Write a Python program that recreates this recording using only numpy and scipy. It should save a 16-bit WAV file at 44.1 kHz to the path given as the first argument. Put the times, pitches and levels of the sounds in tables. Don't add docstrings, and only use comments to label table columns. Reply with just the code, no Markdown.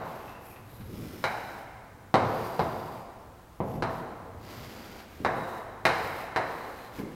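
import sys
import numpy as np
from scipy import signal
from scipy.fft import rfft, irfft, next_fast_len
from scipy.io import wavfile
from scipy.ndimage import map_coordinates

SR = 44100
rng = np.random.default_rng(int(sys.argv[2]) if len(sys.argv) > 2 else 0)


def inscribe(sig):
    pcm = np.round(np.clip(np.atleast_2d(sig).T, -1, 1) * 32767)
    wavfile.write(sys.argv[1], SR, pcm.astype(np.int16))


N = 315300
LEAD = SR
TIME = np.arange(-LEAD, N) / SR
SIZE = next_fast_len(len(TIME) + SR)
HZ = np.fft.rfftfreq(SIZE, 1 / SR)


def amp(db):
    return 10 ** (np.asarray(db) / 20)


def unit(x):
    return x / np.sqrt(np.mean(x ** 2) + 1e-20)


def along(points, hz):
    point_hz, value = np.transpose(points)
    return np.interp(np.log(hz + 1), np.log(point_hz + 1), value)


def hump(hz, centre_hz, width_hz):
    return 1 / (1 + (2 * (hz - centre_hz) / width_hz) ** 2)


def softness(hz, corner_hz, slope=4.1):
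    return 1 / np.sqrt(1 + (hz / corner_hz) ** (2 * slope))


def wobble(knots_per_s, size):
    position = np.arange(size) * knots_per_s / SR
    return map_coordinates(rng.standard_normal(4096), [position], mode="wrap")


def noise(spectrum):
    coloured = rfft(rng.standard_normal(SIZE)) * amp(along(spectrum, HZ))
    return unit(irfft(coloured, SIZE)[:len(TIME)])


def pulse(gain):
    size = 2 * (len(gain) - 1)
    cepstrum = irfft(np.log(gain + 1e-6))
    cepstrum[1:size // 2] *= 2
    cepstrum[size // 2 + 1:] = 0
    shape = irfft(np.exp(rfft(cepstrum)))
    return shape / np.abs(shape).max()


def add(track, start_s, sound):
    start = round(start_s * SR) + LEAD
    track[start:start + len(sound)] += sound[:len(track) - start]


# time in s, peak of the direct
# pulse in dB, contact corner in Hz, tick in dB, stick ring in Hz, ring width in Hz, ripple in dB.
TAPS = [(-.27, -9, 1400, -14, 3900, 800, 0.5), (.281, -37, 2480, -14, 2640, 180, -2),
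        (.35, -37.5, 2300, -10, 2720, 230, 0), (.561, -39, 2500, -4, 2620, 400, -0.5),
        (.8083, -40, 3500, 7, 3920, 400, 2), (1.2407, -11.5, 2060, -6.5, 3980, 330, 3),
        (2.1418, -6, 1290, -13.5, 3970, 900, 0.5), (2.594, -12.5, 1180, -16.5, 3900, 800, .5),
        (3.6033, -17, 920, -28, 2100, 900, 0), (3.824, -14, 1400, -13.5, 4020, 600, 0),
        (4.9883, -37, 2600, 0, 4200, 500, 4.5), (5.2488, -10, 1660, -14.5, 3890, 280, 0),
        (5.8533, -4.5, 2220, -5, 3990, 500, 0.5), (6.3616, -11, 1860, -10.5, 4010, 300, 0),
        (6.985, -35, 2200, -14, 2180, 450, 0)]
# frequency in Hz, gain in dB.
PANEL_GAIN = [(25, -27), (60, -16), (105, -5), (250, -6.5), (450, -3), (800, -1), (1100, -1), (1400, -2.5),
              (2100, -2), (3100, -7.5), (4100, -10.5), (5000, -11), (7000, -22.5), (10000, -25),
              (15000, -29)]
# frequency in Hz, width in Hz, lift in dB.
PANEL_MODES = [(85, 8.2, 2.5), (111, 20, 6), (163.4, 7.5, 7), (362, 13, 6.5), (456.7, 24, 6.5),
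               (522, 21.5, 6.5), (663, 56, 5.5), (758, 43, 4), (863, 92, 2.5), (1009, 82, 4),
               (1230, 25, -1.5), (1574, 21, -1.5), (1680, 14, 0), (1800, 24, 4), (2015, 30, 1),
               (2120, 44, 4)]
USUAL_CORNER_HZ, THUMP_DB, THUMP_DB_PER_OCTAVE, HAND_HZ = 1700, 2, -11, 280
TICK_TOP_HZ = 21700
RING_STRENGTH_HZ = 850
NOTCH_RATIO, NOTCH_WIDTH_HZ, NOTCH_SHARE = 0.852, 240, 0.73
RIPPLE_SPACING_HZ = 760


def taps():
    out = np.zeros(len(TIME))
    hz = np.fft.rfftfreq(8192, 1 / SR)
    panel_db = along(PANEL_GAIN, hz)
    for mode_hz, width_hz, lift_db in PANEL_MODES:
        panel_db = panel_db + lift_db * hump(hz, mode_hz, width_hz)
    for start_s, peak_db, corner_hz, tick_db, stick_hz, width_hz, ripple_db in TAPS:
        tick_top_hz = TICK_TOP_HZ * np.sqrt(amp(tick_db))
        tick = amp(tick_db) * softness(hz, tick_top_hz, slope=2.5)
        thump_db = THUMP_DB + THUMP_DB_PER_OCTAVE * np.log2(corner_hz / USUAL_CORNER_HZ)
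        hand = amp(thump_db * softness(hz, HAND_HZ, slope=3.5))
        contact = np.hypot(softness(hz, corner_hz), tick) * hand
        ripple = ripple_db * np.cos(2 * np.pi * hz / RIPPLE_SPACING_HZ) * softness(hz, 3000)
        notch = NOTCH_SHARE * hump(hz, NOTCH_RATIO * stick_hz, NOTCH_WIDTH_HZ)
        stick_db = 20 * np.log10(1 + RING_STRENGTH_HZ / width_hz)
        body = amp(panel_db + ripple + stick_db * (hump(hz, stick_hz, width_hz) - notch))
        blow = -pulse(contact * body)
        add(out, start_s, amp(peak_db) * signal.fftconvolve(blow, paths(ring_db=6, room_db=7.0)))
    return out


RUN_UP_S, RUN_UP_SHARE, EASE_DB_PER_S, LIFT_S = 0.038, 0.25, 8.5, 0.058


def drag(t, length_s):
    run_up_s = RUN_UP_S + RUN_UP_SHARE * length_s
    speed = np.sin(np.pi / 2 * np.clip(t / run_up_s, 0, 1)) ** 2
    lift = np.clip((length_s - t) / LIFT_S, 0, 1)
    return speed * amp(-EASE_DB_PER_S * t) * lift


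# start in s, end in s, hiss in dB, rasp in dB, stick ring in Hz, ring lift in dB,
# whistle in Hz, whistle width in Hz, whistle lift in dB.
STROKES = [(-.05, 0.362, -63.5, 4, 2640, 5, 12200, 3500, 6.5),
           (0.371, 0.587, -59, -3.5, 2520, 10, 11800, 2400, 12),
           (0.601, 0.967, -63, -2, 3960, 9, 11700, 1900, 12),
           (0.801, 1.655, -59.5, -1, 5200, 8.5, 14000, 2200, 0),
           (2.131, 3.04, -58, -0.5, 4750, 9.5, 12900, 420, 6),
           (3.609, 3.8, -63.5, 5.5, 3940, -6, 11600, 1300, 13.5),
           (3.853, 4.035, -64.5, 1.5, 4400, 0, 12200, 1400, 3),
           (4.339, 5.06, -60.5, 5.5, 4800, 6.5, 12700, 450, 6.5),
           (5.031, 5.325, -68.5, 3.5, 4730, -1, 12900, 400, 5),
           (5.261, 5.646, -62.5, -1.5, 3900, 10.5, 12400, 2000, -1.5),
           (5.869, 6.274, -56.5, -2, 5000, 9, 12100, 1800, 3.5),
           (6.359, 6.915, -62, 0.5, 4120, 9.5, 12200, 1200, 3),
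           (6.891, 7.056, -61, 3, 4960, 2, 13200, 2500, 1.5),
           (7.02, 7.25, -72, 0, 5100, 1, 13200, 2500, -2)]
# frequency in Hz, relative level in dB.
RASP = [(60, -40), (200, 26), (700, 16), (1300, 13), (2200, 12), (3300, 8.5), (5000, 4.5), (7000, 0),
        (10000, -17), (16000, -15)]
# frequency in Hz, relative level in dB.
HISS = [(2000, -34), (5000, -7), (8000, -1), (11000, 1), (14500, 5.5), (16000, -4)]


def scrapes(slips_per_s=7000, slip_db=3, judder_db=1.0, waver_db=0.55, ring_width_hz=450):
    out = np.zeros(len(TIME))
    t, hz = np.arange(SR) / SR, np.fft.rfftfreq(SR, 1 / SR)
    for start_s, end_s, hiss_db, rasp_db, ring_hz, ring_db, whistle_hz, width_hz, whistle_db in STROKES:
        slips = (rng.random(SR) < slips_per_s / SR) * rng.standard_normal(SR)
        slips *= amp(slip_db * rng.standard_normal(SR))
        slips *= amp(judder_db * wobble(66.7, SR) + waver_db * wobble(16.7, SR))
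        colour = np.hypot(amp(along(HISS, hz)), amp(rasp_db + along(RASP, hz)))
        colour *= amp(ring_db * hump(hz, ring_hz, ring_width_hz))
        colour *= amp(whistle_db * hump(hz, whistle_hz, width_hz))
        hiss_band = (hz > 10500) * (hz < 15500)
        colour /= np.sqrt(np.mean(colour ** 2 * hiss_band))
        rub = irfft(rfft(unit(slips)) * colour, SR)
        line = amp(hiss_db) * drag(t, end_s - start_s) * rub
        tail = decay(ROOM_T60, size=SR, colour=ABSORBED)
        add(out, start_s, line)
        add(out, start_s, amp(1.5) * signal.fftconvolve(line, tail))
    return out


# time in s, peak of the direct pulse in dB, contact corner in Hz.
THUDS = [(.8, -40, 220), (.894, -36, 330), (.94, -38.5, 550), (0.979, -35, 390), (1.026, -38, 350),
         (1.125, -44, 396), (3.725, -36.5, 240), (3.756, -29, 237), (4.576, -51, 447), (5.202, -31.5, 440),
         (6.986, -28.5, 446), (7.029, -37, 430)]
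# frequency in Hz, gain in dB.
THUD_GAIN = [(25, -6), (60, -1.5), (105, -0.5), (180, 7.5), (350, 3.5), (1000, -4.5), (5000, -47),
             (15000, -24)]


def thuds():
    out = np.zeros(len(TIME))
    hz = np.fft.rfftfreq(4096, 1 / SR)
    for start_s, peak_db, corner_hz in THUDS:
        push = pulse(softness(hz, corner_hz) * amp(along(THUD_GAIN, hz)))
        add(out, start_s, amp(peak_db) * signal.fftconvolve(push, paths(ring_db=6.5, room_db=10.0)))
    return out


# time of the top in s, length in s, rumble rms at the top in dB.
SHIFTS = [(0.908, 0.44, -45), (2.615, 0.079, -41), (3.755, 0.28, -43), (4.375, 0.23, -45.5),
          (4.618, 0.13, -44), (5.988, 0.38, -43)]
# frequency in Hz, relative level in dB.
RUMBLE = [(20, -22), (50, -7), (75, 4), (110, 8), (170, -6.5), (300, -14.5), (500, -8), (900, -53),
          (3000, -78)]
REST_DB = -57


def rumble():
    swells = np.zeros(len(TIME))
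    for top_s, length_s, top_db in SHIFTS:
        swells += amp(top_db) * np.exp(-(2 * (TIME - top_s) / length_s) ** 2)
    return np.hypot(amp(REST_DB), swells) * noise(RUMBLE)


# frequency in Hz, relative level in dB.
AIR = [(20, -5), (50, 6), (110, 0), (250, -2.5), (600, -13), (1200, -9.5), (2500, -21.5), (5000, -26),
       (9000, -28.5), (15500, -28)]


def air():
    return amp(-54.0) * noise(AIR)


def decay(t60s, size, colour=((1000, 0),)):
    hz, t, bins = signal.stft(rng.standard_normal(size), SR, nperseg=256)
    fall_db = -60 * t / along(t60s, hz)[:, None]
    bins = bins * amp(along(colour, hz)[:, None] + fall_db)
    tail = signal.istft(bins, SR, nperseg=256)[1][:size]
    return tail * np.sqrt(2 * np.log(1000) / (SR * along(t60s, 1000)))


# echo delay in s, level in dB.
WALLS = [(.0037, -7), (.0062, -4), (0.0141, -5), (0.0242, -17.5)]
# frequency in Hz, 60 dB decay time in s.
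PANEL_T60 = [(100, 0.074), (700, 0.28), (2000, 0.33), (5000, 0.13), (12000, 0.2)]
# frequency in Hz, 60 dB decay time in s.
ROOM_T60 = [(80, 1.05), (300, 1.79), (900, 2.04), (2000, 1.95), (4000, 1.41), (8000, 0.99), (15000, 0.13)]
# frequency in Hz, gain in dB.
ABSORBED = [(500, 1), (1200, 0), (2500, -2.5), (4500, -3.5), (12000, 3.5)]
TAIL = 3 * SR // 2


def paths(ring_db, room_db, ring_build_s=0.00027, room_build_s=0.0048):
    t = np.arange(TAIL) / SR
    ring = decay(PANEL_T60, size=SR // 4)
    ring *= 1 - np.exp(-t[:len(ring)] / ring_build_s)
    room = decay(ROOM_T60, size=TAIL, colour=ABSORBED)
    response = amp(room_db) * room * (1 - np.exp(-t / room_build_s))
    response[:len(ring)] += amp(ring_db) * ring
    response[0] += 1
    for delay_s, echo_db in WALLS:
        spot_delay_s = abs(delay_s * rng.normal(1, .02))
        response[round(spot_delay_s * SR)] += amp(echo_db)
    return response


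def scene():
    return (taps() + scrapes() + thuds() + rumble() + air())[None, LEAD:]


TOP_HZ = 15850


def record(dry):
    return irfft(rfft(dry, SIZE) * (HZ < TOP_HZ), SIZE)[:, :N]


dry = scene()
out = record(dry)
inscribe(out)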